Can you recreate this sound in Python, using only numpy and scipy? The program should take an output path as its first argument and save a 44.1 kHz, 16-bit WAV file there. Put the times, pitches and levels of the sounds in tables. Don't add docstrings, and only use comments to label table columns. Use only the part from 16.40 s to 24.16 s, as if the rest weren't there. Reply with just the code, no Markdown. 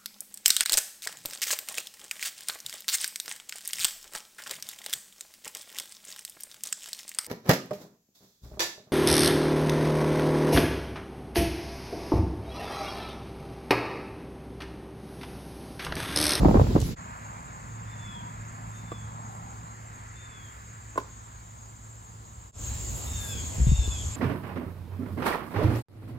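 import sys
import numpy as np
from scipy import signal
from scipy.fft import rfft, irfft, next_fast_len
from scipy.io import wavfile
from scipy.ndimage import uniform_filter1d, map_coordinates

SR = 44100
rng = np.random.default_rng(int(sys.argv[2]) if len(sys.argv) > 2 else 0)


def waveform_to_disk(signal):
    frames = np.transpose(np.atleast_2d(signal))
    scaled = np.clip(frames, -1, 1) * 32767
    samples = np.round(scaled).astype(np.int16)
    wavfile.write(sys.argv[1], SR, samples)


N = 342127
T = np.arange(N) / SR

# t/s, fade-out/s, fade-in/s
JOINS = [(0.555, 0.042, 0.035), (6.12, 0.042, 0.17)]
# f/Hz, level/dB
TYRE_ROAR = [(300, -30), (550, -9.5), (800, -2.5), (1050, 2.5), (1400, -6), (2000, -48), (3500, -69)]


def amp(db):
    return 10 ** (np.asarray(db) / 20)


def unit(x):
    return x / np.sqrt(np.mean(x ** 2) + 1e-20)


def along(points, hz):
    f, v = np.transpose(points)
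    return np.interp(np.log(hz + 1), np.log(f + 1), v)


def wobble(rate):
    return map_coordinates(rng.standard_normal(int(N * rate / SR) + 4), [T * rate])


def swell(s, rise, hold, release):
    return np.clip(np.minimum((T - s) / rise, 1 - (T - s - rise - hold) / release), 0, 1)


def stretch():
    return np.searchsorted([join[0] for join in JOINS], T)


def add(track, s, sound):
    part = track[..., max(round(s * SR), 0):][..., :sound.shape[-1]]
    part += sound[..., :part.shape[-1]]


def filtered(x, response):
    size = next_fast_len(x.shape[-1] + 8192)
    return irfft(rfft(x, size) * response(np.fft.rfftfreq(size, 1 / SR)), size)[..., :x.shape[-1]]


def placed(x, lead_ms, pan_db=0):
    side = np.array([[.5], [-.5]])
    return amp(side * pan_db) * filtered(x, lambda hz: np.exp(2j * np.pi * hz * lead_ms / 1000 * side))


def rush(colour, alike, patchy_db=1):
    noise = signal.stft(rng.standard_normal((2, N)), nperseg=512)[2]
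    patches = uniform_filter1d(rng.standard_normal(noise.shape[1:]), size=5, axis=0)
    patches = uniform_filter1d(patches, size=14, axis=1)
    pair = signal.istft(noise * amp(patchy_db * unit(patches)), nperseg=512)[1][:, :N]
    mid, side = filtered(pair, lambda hz: amp(along(colour, hz)))
    turn = np.arccos(np.clip(alike, -1, 1)) / 2
    return unit(np.cos(turn) * mid + np.sin(turn) * np.array([side, -side]))


def echo(x):
    # f/Hz, time to fade by 60 dB/s
    fade_times = [(200, 0.51), (1000, 0.37), (4000, 0.69), (12000, 0.032)]
    hz, t, noise = signal.stft(rng.standard_normal((2, SR // 2)), SR, nperseg=256)
    tail = signal.istft(noise * amp(-60 * t / along(fade_times, hz)[:, None]), SR, nperseg=256)[1]
    return signal.fftconvolve(x[None], tail / np.linalg.norm(tail[0]), axes=1)[:, :N]


def traffic():
    # t when nearest/s, half-width/s, murmur/dB, roar/dB, swish/dB
    passes = [(0.65, 0.7, -50, -47.5, -49.5), (1.88, 1, -48.5, -50.5, -51.5),
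              (2.9, 0.55, -49, -48.5, -61.5), (3.85, 1, -90, -78, -53.5)]
    # f/Hz, level/dB
    murmur_colour = [(90, -13), (130, 6.5), (170, 4), (240, -1), (300, -12.5), (450, -24.5), (800, -27),
                     (1500, -73)]
    swish_colour = [(700, -12), (1250, 2.5), (1700, 1.5), (2200, -4), (2800, -11.5), (4000, -51)]
    falloff = 2.67
    power = amp([[-60.5], [-56.5], [-63.5]]) ** 2
    for s, width, murmur_db, roar_db, swish_db in passes:
        distance = np.hypot(1, (T - s) / width)
        power = power + (amp([[murmur_db], [roar_db], [swish_db]]) / distance ** falloff) ** 2
    murmur_gain, roar_gain, swish_gain = np.sqrt(power)
    murmur = murmur_gain * rush(murmur_colour, alike=0.92)
    roar = roar_gain * rush(TYRE_ROAR, alike=0.85, patchy_db=1.5)
    swish = swish_gain * rush(swish_colour, alike=0.76, patchy_db=0.94)
    return murmur, roar + swish


def engine():
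    # t/s, rise/s, hold/s, release/s, level above idle/dB
    loads = [(1.238, 0.11, 0.18, 0.24, 10), (1.7, 0.25, 0.79, 1.26, 8.5)]
    idle_db, firing_hz = -52, 109.3
    load_db = np.max([db * swell(*timing) for *timing, db in loads], axis=0)
    phase = 2 * np.pi * np.cumsum(firing_hz + 1.47 * wobble(14)) / SR
    shaft_tone = amp(-21) * wobble(25) * np.sin(1.5 * phase)
    return amp(idle_db + load_db + 1.1 * wobble(14)) * unit(np.sin(phase) + shaft_tone)


def garden_air():
    # f/Hz, level/dB
    rumble_colour = [(20, -15), (38, -5.5), (55, 8), (80, 5), (110, 3), (160, -25), (300, -73)]
    hiss_colour = [(250, 13.5), (500, 8), (1200, -20), (3000, -0.5), (5000, -1.5), (8000, -34),
                   (11000, -5.5), (15500, -48)]
    calm_db = -0.42 * T
    drone = engine()
    rumble = amp(-49.5 + calm_db) * rush(rumble_colour, alike=1)
    murmur, tyres = traffic()
    hiss = amp(-57.5 + calm_db) * rush(hiss_colour, alike=0.13, patchy_db=1.5)
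    low = placed(drone + rumble + murmur, lead_ms=0.36, pan_db=-1)
    return low + placed(tyres, lead_ms=0.45, pan_db=-.5) + hiss


def late_air():
    # f/Hz, level/dB
    rumble_colour = [(15, -41), (25, -15), (53, 3.5), (70, 5), (114, 3), (140, -10.5), (227, -15),
                     (300, -25), (390, -58), (660, -120)]
    murmur_colour = [(88, -4), (150, -5), (221, -6), (415, -9), (1000, -17), (1670, -20.5), (3960, -20),
                     (5640, -22.5), (6000, -29), (7800, -42), (13200, -120)]
    rumble = amp(-36.5) * rush(rumble_colour, alike=0.94)
    murmur = amp(-44.5) * rush(murmur_colour, alike=0.058, patchy_db=2.5)
    tyres = amp(-54) * placed(rush(TYRE_ROAR, alike=0.96), lead_ms=0.35)
    return rumble + murmur + tyres


def whines():
    # t/s, half-width/s, f/Hz, spread/Hz, level/dB
    bands = [(1.86, .17, 980, 35, -45), (3.0, 0.19, 803, 55, -52), (3.66, 0.2, 1980, 150, -62)]
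    tones = np.zeros(N)
    for s, width, hz, spread, db in bands:
        band = filtered(rng.standard_normal(N), lambda f: np.exp(-.5 * ((f - hz) / spread) ** 2))
        tones += amp(db) * np.exp(-((T - s) / width) ** 2) * unit(band)
    return placed(tones, lead_ms=0.45)


def leaves():
    # f/Hz, level/dB
    colour = [(2000, 14.5), (5000, -42), (11000, 23.5), (15500, 4.5)]
    # t/s, half-width/s, level/dB
    swishes = [(0.47, 0.028, -47.5), (0.82, .07, -71), (2.33, 0.13, -71), (2.94, 0.057, -69),
               (4.15, 0.11, -73), (6.59, 0.053, -50.5), (6.69, 0.035, -56), (6.86, 0.05, -46)]
    stir_db = [-58.5, -77, -58]
    power = amp(stir_db)[stretch()] ** 2
    power += sum(amp(db) ** 2 * np.exp(-((T - s) / width) ** 2) for s, width, db in swishes)
    swish = np.sqrt(power) * amp(1.6 * wobble(150)) * rush(colour, alike=0.073)
    clicks_per_s = 45 * amp(6.5 * wobble(3.7))
    clicks = (rng.random(N) < clicks_per_s / SR) * rng.exponential(1, N) ** .5
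    t = np.arange(SR // 25) / SR
    click_shape = amp(-60 * t / 0.068) * (1 - np.exp(-t / .002))
    crackle = signal.fftconvolve(clicks, click_shape)[:N]
    return swish + amp(-84.5) * unit(crackle * rush(colour, alike=0.14))


def chirps(runs, half_width_s):
    loudness = np.zeros(N)
    for s, end, gap, shortening in runs:
        while s < end:
            loudness += amp(rng.normal(0, 1)) * np.exp(-((T - s) / half_width_s) ** 4)
            s, gap = s + gap, gap - shortening
    return loudness


def crickets():
    # first t/s, end t/s, time between chirps/s, its shortening per chirp/s
    high_runs = [(0.61, 6.0, 0.2534, 0.00122), (6.25, 7.7, 0.262, 0)]
    low_runs = [(0.72, 6.0, 0.2715, 0), (6.23, 7.8, 0.285, 0)]
    # f/Hz, level/dB
    low_colour = [(5750, -31), (6000, -1), (6130, 7), (6240, -6), (6450, -51)]
    high_gain = amp(-6 + 4.2 * wobble(60)) * chirps(high_runs, half_width_s=0.057)
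    high_hz = 6641 + 16 * wobble(150)
    high = high_gain * np.sin(2 * np.pi * np.cumsum(high_hz) / SR)
    low = amp(-17) * chirps(low_runs, half_width_s=0.073) * rush(low_colour, alike=0.93)
    return high, low


def fast_singer():
    # rate/Hz, first t/s
    strokes = [(13.72, 0.048), (13.722, 0.558), (13.54, 6.1163)]
    rate, first_s = np.array(strokes)[stretch()].T
    stroke = ((T - first_s) * rate + .5) % 1 - .5
    pitch_hz = 7520 - 330 * stroke + 35 * wobble(250)
    pulses = amp(0.5 + 1.5 * wobble(9)) * np.cos(np.pi * stroke) ** 4
    return pulses * np.sin(2 * np.pi * np.cumsum(pitch_hz) / SR)


def insects():
    # f/Hz, level/dB
    chorus_colour = [(5700, -20), (6120, -13), (6300, -16), (6500, -2), (6800, -3.5), (7100, 1),
                     (7500, -1.5), (7700, -8), (8100, -3), (8450, -22.5), (9000, -78)]
    stretch_db = [-57, -54.5, -40.5]
    # f/Hz, left's lead/radians
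    left_lead = [(6400, 1), (7000, -0.34), (7500, -0.59), (8000, -2.17)]
    chorus = amp(-1.58) * rush(chorus_colour, alike=0.89)
    singer = fast_singer()
    high, low = crickets()
    shrill = amp(stretch_db)[stretch()] * (chorus + singer + high + low + amp(-9) * echo(singer + high))
    return filtered(shrill, lambda hz: np.exp(1j * along(left_lead, hz) * np.array([[.5], [-.5]])))


def bush_cricket():
    # t/s, hold/s, level/dB, depth of pulsing (0-1)
    songs = [(0.58, 2.9, -72, 0.1), (3.951, 2.1, -71.5, 0), (6.167, 0.66, -53.5, 0.4)]
    # f/Hz, level/dB
    sizzle_colour = [(11500, -40), (13500, -27), (14500, 14), (15800, 3)]
    pulses_per_s = 12.7 + 0.83 * wobble(5)
    pulse = np.sin(np.pi * np.cumsum(pulses_per_s) / SR) ** 2
    gain = sum(amp(db) * swell(s, rise=0.046, hold=hold, release=0.75) * (1 - depth * pulse)
               for s, hold, db, depth in songs)
    return gain * rush(sizzle_colour, alike=0.15)


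def bird():
    # t/s, length/s, level/dB, pitch ratio, sag (share of pitch), start/dB, lower voice/dB,
    # top overtone/dB, moment of the break (share of length)
    cries = [(1.465, 0.36, -48, 0.974, .1, -16, -28, -19, 0.27),
             (2.311, 0.35, -54.5, 0.995, .11, -11, -18, -16, 0.4),
             (3.746, 0.36, -55, 0.985, .125, -6, -24, -18, 0.4),
             (6.657, .365, -38.5, 1.008, .125, -16, -10, -12.5, 0.58),
             (7.258, 0.375, -39, 1.008, .125, -11, -20, -13, 0.62)]
    # multiple of the base pitch, level/dB, fuzz/radians
    overtones = [(3, -12, .5), (4, 0, .2)]
    base_hz, waver, flutter_db = 922, .003, 1.9
    voice = np.zeros(N)
    for s, length, db, ratio, sag, start_db, lower_db, top_db, break_at in cries:
        progress = (T - s) / length
        on = (progress > 0) & (progress < 1)
        progress = progress[on]
        pitch_hz = ratio * base_hz * (1 - 0.05 * np.exp(-progress / 0.08) - sag * progress ** 1.5)
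        shape_db = np.interp(progress, [0, 0.7, 1], [start_db, 0, -10])
        break_db = -13 * np.exp(-((progress - break_at) * length / .019) ** 2)
        fade_in = 1 - np.exp(-progress * length / .008)
        hoarse = (waver + .045 * progress ** 6) * wobble(500)[on]
        phase = 2 * np.pi * np.cumsum(pitch_hz * (1 + hoarse + waver * wobble(55)[on])) / SR
        tone = sum(amp(level + flutter_db * wobble(85)[on]) * np.sin(k * phase + fuzz * wobble(220)[on])
                   for k, level, fuzz in overtones + [(6, top_db, .8)])
        lower = amp(lower_db) * np.exp(-((progress - .58) / 0.24) ** 2) * np.sin(1.85 * phase)
        voice[on] += amp(db) * (fade_in * amp(shape_db + break_db) * tone + lower)
    return amp(-2) * placed(voice, lead_ms=-0.0095, pan_db=5.5) + amp(-9) * echo(voice)


def close_rustle():
    # t/s, hold/s, rise in rumble/dB
    strokes = [(-0.01, 0.22, 7.5), (0.286, 0.082, 4.5)]
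    # f/Hz, level/dB
    rumble_colour = [(18, -15), (30, 6.5), (60, 3.5), (140, -1), (250, -6), (360, -13.5), (520, -23),
                     (900, -81)]
    rub_colour = [(200, -26), (400, 5), (600, -1), (850, -3), (1100, -9), (1400, -16), (2200, -30),
                  (4000, -57)]
    hiss_colour = [(1000, 0.5), (2000, 2), (4500, 2.5), (7000, -3), (11000, -24), (15500, -8.5)]
    push_db = sum(db * swell(s, rise=0.014, hold=hold, release=0.079) for s, hold, db in strokes)
    rumble = amp(-29 + push_db) * rush(rumble_colour, alike=0.91)
    rub = amp(-51 + 2.34 * push_db + 2.3 * wobble(116.6)) * rush(rub_colour, alike=-0.14)
    return amp([[-.6], [.6]]) * (rumble + rub) + amp(-46.5) * rush(hiss_colour, alike=0.1)


def swing(hz, fade_s):
    t = np.arange(SR // 4) / SR
    return amp(-60 * t / fade_s) * np.sin(2 * np.pi * hz * t) * (1 - np.exp(-t / 0.0017))


def scuffs(contacts):
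    t = np.arange(SR // 4) / SR
    loudness = np.zeros(N)
    for s, db in contacts:
        add(loudness, s, amp(db - 60 * t / 0.024) * (1 - np.exp(-t / 0.00089)))
    colour = [(150, -12), (400, 10), (950, 4.5), (1400, -12), (2500, -24), (6000, -59)]
    return loudness * rush(colour, alike=-0.1)


def bumps():
    # t/s, level/dB, f/Hz, scuff relative to level/dB
    contacts = [(0.031, -17.5, 258, 2), (0.047, -17.5, 360, 7), (0.055, -1, 257, -15),
                (0.0611, -3, 245, -13), (0.072, -13, 108, -13), (0.083, -12.5, 333, -3.5),
                (0.0916, -7, 192, -11), (0.11, -12, 170, -4.5), (0.143, -9.5, 390, -2.5),
                (0.154, -4.5, 280, -7.5), (0.161, -13.5, 184, -6), (0.171, -9, 396, -1),
                (0.18, -11.5, 92.5, -23), (0.196, -6.5, 695, -4.5), (0.212, -20, 105, -2),
                (0.2146, -6.5, 115, -13), (0.268, -18.5, 625, -3), (0.352, -7.5, 149, -15),
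                (0.3603, -11, 870, -6.5), (0.3635, -3, 300, -13.5), (0.376, -22.5, 420, -3),
                (0.384, -22, 480, -6), (0.407, -29, 380, -6), (0.425, -18.5, 112, -13),
                (0.488, -21, 158, -12.5), (7.476, -27.5, 343, -14)]
    swings_to_fade = 5.4
    swings = np.zeros(N)
    for s, db, hz, _ in contacts:
        add(swings, s, amp(db) * swing(hz, fade_s=swings_to_fade / hz))
    scrapes = scuffs([(s, db + scuff_db) for s, db, _, scuff_db in contacts])
    return amp(4.5) * placed(swings, lead_ms=-0.18, pan_db=-1) + scrapes


def thuds():
    # t/s, level/dB, upper tone relative to level/dB, scuff relative to level/dB
    hits = [(7.183, -38, 17, -30), (7.202, -16, -2.5, -29), (7.218, -16, -5, -43), (7.268, -22, 12.5, -30),
            (7.291, -11, -20, -35), (7.318, -10.5, 0, -32), (7.388, -13.5, -23, -32),
            (7.477, -18, -28, -19)]
    deep, upper = swing(hz=61.7, fade_s=0.16), swing(hz=127.4, fade_s=0.068)
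    swings = np.zeros(N)
    for s, db, upper_db, _ in hits:
        add(swings, s, amp(db) * (deep + amp(upper_db) * upper))
    scrapes = scuffs([(s, db + scuff_db) for s, db, _, scuff_db in hits])
    return amp(1) * placed(swings, lead_ms=-0.79, pan_db=2.5) + scrapes


def twigs():
    # t/s, level/dB
    ticks = [(0.401, -14), (0.414, -14), (2.138, -55), (3.669, -38), (4.576, -21), (4.583, -30),
             (7.472, -21)]
    t = np.arange(SR // 16) / SR
    tick_shape = amp(-21.5 - 60 * t / 0.016) * (1 - np.exp(-t / .002))
    track = np.zeros(N)
    for s, db in ticks:
        add(track, s, amp(db) * tick_shape * rng.standard_normal(len(t)))
    colour = [(800, -26), (3000, 10.5), (6500, 17), (15000, 1)]
    track = filtered(track, lambda hz: amp(along(colour, hz)))
    return track + amp(-3.5) * echo(track)


def log_ring(t, ratio, dull_db):
    # f/Hz, level/dB, time to fade by 60 dB/s
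    tones = [(280, -13, 0.036), (415, -12.5, 0.085), (543, -9.5, 0.035), (655, -10.5, 0.04),
             (850, -24, .07), (1035, 0, 0.047), (1470, -7.5, 0.034), (1920, -21, .055), (2700, -29, .04)]
    pivot_hz = 1043
    ring = np.zeros(len(t))
    for k, (hz, db, fade_s) in enumerate(tones):
        start_db = db - dull_db * np.log2(hz / pivot_hz) + rng.normal(0, 1)
        ring += (-1) ** k * amp(start_db - 60 * t / fade_s) * np.sin(2 * np.pi * hz * ratio * t)
    return ring


def settling_pile():
    start_s, length_s, count = 4.594, 0.11, 18
    first_db, fall_db = -44, 13
    t = np.arange(SR // 4) / SR
    pile = np.zeros((2, N))
    for k, (when, size, side) in enumerate(rng.random((count, 3))):
        progress = (k + when) / count
        ring = log_ring(t, ratio=2 ** (size - .5), dull_db=3.5)
        contact = amp(first_db - fall_db * progress) * (1 - np.exp(-t / .001)) * ring
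        add(pile, start_s + progress * length_s, np.sqrt([[side], [1 - side]]) * contact)
    return pile


def logs():
    # t/s, level/dB, pitch ratio, scrape/dB, dullness/(dB per octave), grip/(dB per s)
    knocks = [(2.5162, -32, 1.1, -13, 8, 350), (2.5222, -29.5, 1.12, -17, 3, 800),
              (4.5561, -32.5, 1.05, -19, 3.5, 100), (4.562, -36, 1.0, -20, 6, 200),
              (4.5763, -15.3, 1.012, -22, .7, 100), (4.5818, -27.5, 0.86, -11, 7, 400),
              (4.5985, -37, 1.0, -7, 4, 200), (4.612, -44, .95, -14, 9, 0)]
    t = np.arange(SR // 4) / SR
    wood, bark = np.zeros(N), np.zeros((2, N))
    for s, db, ratio, scrape_db, dull_db, grip in knocks:
        press = amp(db - grip * t) * (1 - np.exp(-t / .0014))
        add(wood, s, press * log_ring(t, ratio, dull_db))
        add(bark, s, press * amp(scrape_db - 60 * t / 0.046) * rng.standard_normal((2, len(t))))
    bark_colour = [(500, 15), (2200, 9), (4500, 0.5), (8000, -10), (15000, -5)]
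    bark = filtered(bark, lambda hz: amp(along(bark_colour, hz)))
    direct = placed(wood, lead_ms=0.22, pan_db=-1.5) + bark
    return direct + settling_pile() + amp(-20) * echo(wood + bark[0])


def scene():
    air = np.choose(stretch(), [close_rustle(), garden_air(), late_air()])
    dips = [np.clip(np.maximum((s - T) / out, (T - s) / back), 0, 1) for s, out, back in JOINS]
    fades = np.maximum(np.sin(np.pi / 2 * np.prod(dips, axis=0)) ** 1.2, .03)
    garden = air + whines() + leaves() + insects() + bush_cricket() + bird()
    return fades * (garden + logs() + bumps() + thuds() + twigs())


def record(dry):
    top_hz = 15850
    bass_cut = [(14, -32), (25, -20), (32, -2.5), (42, 1)]  # f/Hz, level/dB
    return filtered(dry, lambda hz: (hz < top_hz) * amp(along(bass_cut, hz)))


dry = scene()
out = record(dry)
waveform_to_disk(out)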